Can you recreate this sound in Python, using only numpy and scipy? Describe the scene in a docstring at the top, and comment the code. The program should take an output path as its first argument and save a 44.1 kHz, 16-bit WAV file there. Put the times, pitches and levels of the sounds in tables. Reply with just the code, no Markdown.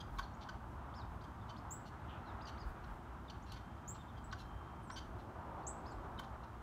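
"""Short rough clucks and soft peeps over a rumble of wind: guinea fowl foraging in an open field.
The microphone stands at the field's edge. Close by, a small bird in the hedge gives three sharp
high chips and a weak one; further off, others whistle, one scolds, and an insect trills faintly.
Brush and trees scatter the chips, whistles and fowl calls. A far road swells and fades."""
import sys
import numpy as np
from scipy import signal
from scipy.fft import rfft, irfft, next_fast_len
from scipy.io import wavfile

SR = 44100
rng = np.random.default_rng(int(sys.argv[2]) if len(sys.argv) > 2 else 0)


def transcribe(u):
    """Save the signal u as a 16-bit wav file named by the first command-line argument.

    u: samples, shape (n,) or (channels, n), limited to [-1, 1]; the rate is SR.
    q: integer samples, one column per channel.
    """
    v = np.clip(np.atleast_2d(u).T, -1, 1)
    q = np.round(v * 32767).astype(np.int16)
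    wavfile.write(sys.argv[1], SR, q)


N = 291942
TIME = np.arange(N) / SR
BAND_LIMIT_HZ = 15680


def gain_of(db):
    """Decibels to amplitude."""
    return 10 ** (np.asarray(db) / 20)


def unit_rms(x):
    """Scales to rms 1."""
    return x / np.sqrt(np.mean(x ** 2) + 1e-20)


def spectrum_gain(spectrum, hz):
    """Rows of frequency_hz, level_db as a gain at hz, joined on a log-frequency axis."""
    points_hz, points_db = np.transpose(spectrum)
    return gain_of(np.interp(np.log(hz + 1), np.log(points_hz), points_db))


def fader(rows):
    """Rows of time_s, level_db as a gain for every sample."""
    return gain_of(np.interp(TIME, *np.transpose(rows)))


def add(mix, start_s, sound):
    """Mixes a sound in at start_s."""
    part = mix[max(round(start_s * SR), 0):][:len(sound)]
    part += sound[:len(part)]


def noise(spectrum):
    """Noise of rms 1 with the given spectral shape."""
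    size = next_fast_len(N)
    hz = np.fft.rfftfreq(size, 1 / SR)
    shaped = rfft(rng.standard_normal(size)) * spectrum_gain(spectrum, hz)
    return unit_rms(irfft(shaped, size)[:N])


def wander(size, hz):
    """Random motion of rms about 1, mostly slower than hz."""
    lead = SR // 10
    lowpass = signal.butter(2, hz, fs=SR, output="sos")
    return unit_rms(signal.sosfilt(lowpass, rng.standard_normal(size + lead)))[lead:]


def progress(length_s):
    """Runs from 0 to 1 over a call."""
    return np.linspace(0, 1, max(int(length_s * SR), 20))


def tone(hz, partials_db=(0,)):
    """Harmonics that follow a pitch curve, at rms 1."""
    phase = 2 * np.pi * np.cumsum(hz) / SR
    return unit_rms(sum(gain_of(db) * np.sin(k * (phase + 2 * np.pi * rng.random()))
                        for k, db in enumerate(partials_db, 1)))


def soft_note(length_s, level_db, start_hz, turn_hz, end_hz, turn_share, partials_db=(0,), fade_db=4):
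    """A weak, shaky voice eases into its turning pitch, then slides away, fading down to level_db."""
    u = progress(length_s)
    turn_share = np.clip(turn_share, .05, .95)
    before = np.maximum(1 - u / turn_share, 0)
    after = np.maximum((u - turn_share) / (1 - turn_share), 0)
    arch_hz = turn_hz + (start_hz - turn_hz) * before ** 2.2 + (end_hz - turn_hz) * after ** 1.2
    hz = arch_hz * (1 + .009 * wander(len(u), hz=700))
    shake = unit_rms(gain_of(4.5 * wander(len(u), hz=160)))
    envelope = gain_of(level_db + fade_db * (1 - u)) * signal.windows.tukey(len(u), .15)
    return envelope * shake * tone(hz, partials_db)


def scatter(x, t60_s, delay_s, taps_per_s=3000):
    """Echoes from twigs and trunks: sparse taps of random sign that die away."""
    t = np.arange(SR) / SR
    taps = rng.choice([-1, 1], SR) * (rng.random(SR) < taps_per_s / SR)
    echoes = taps * (t > delay_s) * gain_of(-60 * t / t60_s)
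    return signal.fftconvolve(x, echoes / np.linalg.norm(echoes))[:N]


def outdoors(direct, brush_db, trees_db, brush_t60_s, trees_t60_s):
    """The direct call, quick echoes from nearby brush and a longer tail from the tree line."""
    brush = gain_of(brush_db) * scatter(direct, brush_t60_s, delay_s=.0022)
    trees = gain_of(trees_db) * scatter(direct, trees_t60_s, delay_s=.015)
    return direct + brush + trees


def wind(lumps_db=.78, buffet_db=-64, gust_db=6.5, hiss_db=-72):
    """Lumpy low rumble and random buffets on the microphone, under a thin, even hiss."""
    # strength of the breeze's rumble: time_s, level_db
    breeze = [(0, -52), (2.3, -51), (2.8, -53), (3.4, -52), (5.8, -53), (6.62, -53)]
    # spectra of the rumble, the buffets and the hiss: frequency_hz, relative_db
    rumble_spectrum = [(25, -31), (42, -15), (55, -5), (66, 3), (88, -4.5), (102, -0.5), (130, -7.5),
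                       (190, -11.5), (240, -11.5), (400, -21.5), (800, -52.5), (2000, -67)]
    buffet_spectrum = [(15, -29), (28, -17.5), (44, -0.5), (54, 0), (80, -40), (200, -61)]
    hiss_spectrum = [(1000, 11.5), (3000, 9), (4500, 1), (6500, 1), (9000, -2.5), (10400, -6), (11500, -4),
                     (14000, -7), (15700, -9)]
    rumble = fader(breeze) * gain_of(lumps_db * wander(N, hz=9)) * noise(rumble_spectrum)
    buffets = gain_of(buffet_db + gust_db * wander(N, hz=3.1)) * noise(buffet_spectrum)
    return rumble + buffets + gain_of(hiss_db) * noise(hiss_spectrum)


def road(tread_db=-63, drone_db=-64.5, drift_db=.89, hum_hz=56.08, hum_db=-60):
    """Far tyres and engines drift on the air and swell as vehicles pass; one steady motor hums."""
    # tyre roar from the far road: time_s, level_db
    roar_levels = [(0, -57), (.35, -55.5), (.75, -57), (1, -54.5), (1.3, -58), (1.62, -55), (1.9, -57.5),
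                   (2.35, -53.5), (2.8, -57), (4, -59), (4.6, -57), (5.2, -57.5), (5.52, -51.5), (5.8, -55),
                   (6.08, -53), (6.62, -58.5)]
    # vehicles that pass nearer: closest_s, half_width_s, drone_db, tread_db
    passes = [(2.45, 0.5, -63.5, -61.5), (5.7, .45, -56.5, -69)]
    # spectra of tyre roar, tread hiss and engine drone: frequency_hz, relative_db
    roar_spectrum = [(300, -25), (500, -12.5), (660, -4.5), (820, 0.5), (980, 0.5), (1200, -3.5),
                     (1450, -13.5), (2000, -35), (4000, -77)]
    tread_spectrum = [(300, -53), (800, -31.5), (1150, 1), (1350, 3), (1550, -0.5), (1900, -8.5),
                      (2500, -17), (3500, -21.5), (6000, -36), (12000, -67)]
    drone_spectrum = [(130, -12), (230, -4), (340, 3), (480, -3.5), (680, 0), (850, -12), (1200, -19),
                      (3000, -76)]
    # the steady motor's harmonics, lowest first: relative_db
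    hum_partials = [1.5, -6.5, -7, -7.5, -20.5, -11]
    roar = fader(roar_levels)
    tread = gain_of(tread_db) * unit_rms(roar) ** .22  # follows a share of the roar's swings
    drone = gain_of(drone_db)
    for closest_s, half_width_s, pass_drone_db, pass_tread_db in passes:
        nearness = 1 / np.hypot(1, ((TIME - closest_s) / half_width_s) ** 2)
        drone = np.hypot(drone, gain_of(pass_drone_db) * nearness)
        tread = np.hypot(tread, gain_of(pass_tread_db) * nearness)
    drift = gain_of(drift_db * wander(N, hz=14))
    tyres = drift * (roar * noise(roar_spectrum) + tread * noise(tread_spectrum))
    hum = gain_of(hum_db) * tone(hum_hz * (1 + .015 * wander(N, hz=3.13)), hum_partials)
    return tyres + drone * noise(drone_spectrum) + hum


def insect(pitch_hz=3150, waver=.00413, flutter_db=2):
    """A thin, far-off trill: one tone that flutters in pitch and loudness."""
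    # the trill's rise and fall: time_s, level_db
    swell = [(3.3, -96), (3.6, -80), (4.3, -85), (4.5, -73.5), (4.8, -81), (5.2, -90), (5.6, -93)]
    hz = pitch_hz * (1 + waver * wander(N, hz=52))
    return fader(swell) * gain_of(flutter_db * wander(N, hz=40)) * tone(hz)


def scold(start_s=2.075, length_s=.2, attack_s=.025, level_db=-63, fade_db=24):
    """A far bird's harsh rasp, smeared by distance, falls in pitch as it fades."""
    t = np.arange(0, length_s, 1 / SR)
    hz = 3180 - 4200 * t
    envelope = np.minimum(t / attack_s, 1) * gain_of(level_db - fade_db * (t / length_s) ** 2)
    rasp = tone(hz) * wander(len(t), hz=420)  # spreads the tone into a band of noise
    out = np.zeros(N)
    add(out, start_s, envelope * rasp)
    return out


def far_birds():
    """Thin whistles from small birds beyond the hedge."""
    # distant whistles: start_s, length_s, level_db, start_hz, turn_hz, end_hz
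    whistles = [(0.336, 0.022, -77, 5200, 6700, 7500), (3.423, 0.023, -75.5, 5370, 6750, 7900),
                (3.983, 0.056, -73.5, 3570, 3630, 3100), (4.078, 0.036, -74, 3490, 3640, 3080),
                (4.162, 0.036, -74, 3160, 3240, 3050), (4.825, 0.13, -78, 10300, 7440, 8400),
                (4.905, 0.045, -73.5, 8000, 8900, 9600), (4.912, 0.057, -66.5, 5330, 5920, 5030),
                (5.905, 0.021, -73, 5460, 7100, 8060)]
    calls = np.zeros(N)
    for start_s, *call in whistles:
        add(calls, start_s, soft_note(*call, turn_share=.53))
    return outdoors(calls, brush_db=-9.5, trees_db=-9, brush_t60_s=.067, trees_t60_s=.34)


def hedge_bird(jitter=.011):
    """Close chips from inside the hedge: sharp upward flicks that level off and fade at the top."""
    # chips, each rising toward aim_hz: start_s, length_s, level_db, start_hz, aim_hz, overtone_db
    chips = [(1.707, 0.041, -47.5, 6500, 7900, -16), (3.877, 0.046, -48, 6400, 7720, -20),
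             (4.241, 0.016, -61, 7460, 7920, -18), (5.667, 0.032, -44, 6170, 8140, -33)]
    # the course of one chip: length_share, rise_share, relative_db
    course = [(0, 0, -3.5), (.16, .56, -5), (.42, .8, -2), (.72, .93, -11), (1, 0.91, -7)]
    length_share, rise_share, relative_db = np.transpose(course)
    calls = np.zeros(N)
    for start_s, length_s, level_db, start_hz, aim_hz, overtone_db in chips:
        u = progress(length_s)
        hz = start_hz + (aim_hz - start_hz) * np.interp(u, length_share, rise_share)
        hz *= 1 + jitter * wander(len(u), hz=500)
        envelope = gain_of(level_db + np.interp(u, length_share, relative_db))
        envelope *= signal.windows.tukey(len(u), .08)
        add(calls, start_s, envelope * tone(hz, [0, overtone_db]))
    return outdoors(calls, brush_db=-.5, trees_db=-12, brush_t60_s=.11, trees_t60_s=.37)


def peep(length_s, level_db, start_hz, turn_hz, end_hz, sweep_hz_per_s=34000):
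    """A fowl's soft note: a quick sweep, usually upward, then a slide down for the rest of its length."""
    # a peep's harmonics, lowest first, the third carrying the call: relative_db
    partials = [-7, -18, 4, -10.5, -27]
    sweep_s = abs(turn_hz - start_hz) / sweep_hz_per_s
    return soft_note(length_s, level_db, start_hz, turn_hz, end_hz, sweep_s / length_s, partials)


def cluck(length_s, level_db, pitch_hz, chest_db, edge_db, sag=.03, jitter=.088):
    """Uneven pulses and puffs of air pass the throat; hard clucks add chest and treble edge."""
    # resonances of the fowl's throat: frequency_hz, gain_db
    throat = [(600, -21), (1000, 5), (1600, -2), (2200, -2.5), (2600, -5), (3200, 2), (4400, -0.5),
              (5300, -8.5), (6200, -7.5), (7500, -22), (9000, -29), (12000, -28), (16000, -40)]
    u = progress(length_s)
    size = len(u)
    rough = np.clip(.52 - .45 * np.log2(pitch_hz / 1422), 0, 1)  # lower clucks are hoarser
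    hz = pitch_hz * (1 - sag * u) * (1 + jitter * rough * wander(size, hz=440))
    cycles = np.cumsum(hz) / SR
    pulses = sum(np.cos(2 * np.pi * k * cycles) for k in range(1, int(BAND_LIMIT_HZ / pitch_hz)))
    opening = .2 + np.exp(-(cycles % 1) / .25)  # a puff of air escapes once a cycle
    puffs = opening * rng.standard_normal(size)
    drive = ((1 - rough) * unit_rms(pulses) + rough * unit_rms(puffs)) * signal.windows.tukey(size, .6)
    bins_hz = np.fft.rfftfreq(2 * size, 1 / SR)
    voiced = rfft(drive, 2 * size) * spectrum_gain(throat, bins_hz)
    force = spectrum_gain([(1600, chest_db), (2600, 0), (5500, 0), (9500, edge_db)], bins_hz)
    voiced_rms = irfft(voiced)[:size].std()  # level_db applies before chest and edge
    return gain_of(level_db) * irfft(voiced * force)[:size] / voiced_rms


def guinea_fowl():
    """The flock's contact calls, out on the grass in front of the microphone."""
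    # soft peeps: start_s, length_s, level_db, start_hz, turn_hz, end_hz
    peeps = [(0.174, 0.014, -68, 1230, 1360, 970), (0.229, 0.015, -61.5, 1500, 1500, 1370),
             (0.934, 0.1, -69, 682, 1786, 1057), (1.208, 0.017, -69, 910, 1570, 1410),
             (1.412, 0.023, -76, 1080, 1220, 1070), (1.48, .022, -75, 1350, 1365, 1000),
             (1.562, 0.032, -69.5, 897, 1710, 1100), (2.255, 0.071, -73.5, 1400, 1423, 1057),
             (2.407, 0.026, -67.5, 730, 1720, 1720), (2.45, 0.035, -66, 1660, 1643, 1346),
             (2.57, .073, -68.5, 762, 1710, 1370), (3.279, 0.015, -66.5, 1320, 1310, 1050),
             (3.496, .025, -67, 1500, 1486, 1210), (4.314, 0.0094, -64, 1400, 1420, 925),
             (4.402, 0.021, -65, 1293, 1347, 1334), (5.624, .026, -80, 1060, 1480, 1400),
             (5.849, 0.089, -72, 694, 1750, 1305), (6.179, 0.015, -63.5, 1320, 1290, 1200),
             (6.188, .012, -57, 1055, 1040, 1030)]
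    # hoarse clucks: start_s, length_s, level_db, pitch_hz, chest_db, edge_db
    clucks = [(0, .022, -55, 1658, -12, 2), (0.183, .017, -51, 1154, 9, 9.5),
              (0.191, 0.0095, -52.5, 1546, 13, 0), (.404, .043, -61.5, 1184, -9, -7),
              (0.486, .016, -56.5, 1600, 11.5, 1), (1.232, 0.025, -68, 1640, -4, 11),
              (1.487, 0.033, -60.5, 1548, -3, 0), (1.849, 0.051, -67, 1470, -16, 6),
              (2.462, 0.047, -58.5, 1488, -12, 3), (2.837, 0.014, -65.5, 1396, -10, -2),
              (3.295, 0.017, -55, 1474, -14, -1), (3.451, 0.062, -70, 1400, -17, -11),
              (3.518, 0.0089, -53.5, 1525, -12, 12.5), (3.523, 0.032, -63, 1480, -6, 4),
              (3.551, .037, -64, 1102, 5, 2), (3.937, 0.04, -68.5, 1400, -8, 1),
              (4.172, 0.021, -71.5, 1600, 11, 4), (4.323, .013, -54.5, 1083, 8, 0),
              (4.326, 0.014, -57.5, 1513, 14, -6), (4.375, 0.056, -64, 1396, -10, 9),
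              (4.898, 0.013, -59, 1022, 15, -6), (4.955, .045, -53.5, 1597, 0, 1),
              (5.183, .04, -71.5, 1353, -8, -3), (6.192, 0.011, -56.5, 1148, 13, 18),
              (6.229, 0.029, -69, 1350, -8, -2), (6.431, 0.021, -69.5, 1377, -8, -4)]
    calls = np.zeros(N)
    for start_s, *call in peeps:
        add(calls, start_s, peep(*call))
    for start_s, *call in clucks:
        add(calls, start_s, cluck(*call))
    return outdoors(calls, brush_db=-4.5, trees_db=-9, brush_t60_s=.04, trees_t60_s=.32)


def scene():
    """Everything that reaches one microphone at the edge of the field."""
    return (wind() + road() + insect() + scold() + far_birds() + hedge_bird() + guinea_fowl())[None]


def record(dry):
    """The recorder's band limit cuts off the highest treble."""
    lowpass = signal.firwin(2047, BAND_LIMIT_HZ, window=("kaiser", 9), fs=SR)
    return signal.oaconvolve(dry, lowpass[None], "same")


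dry = scene()
out = record(dry)
transcribe(out)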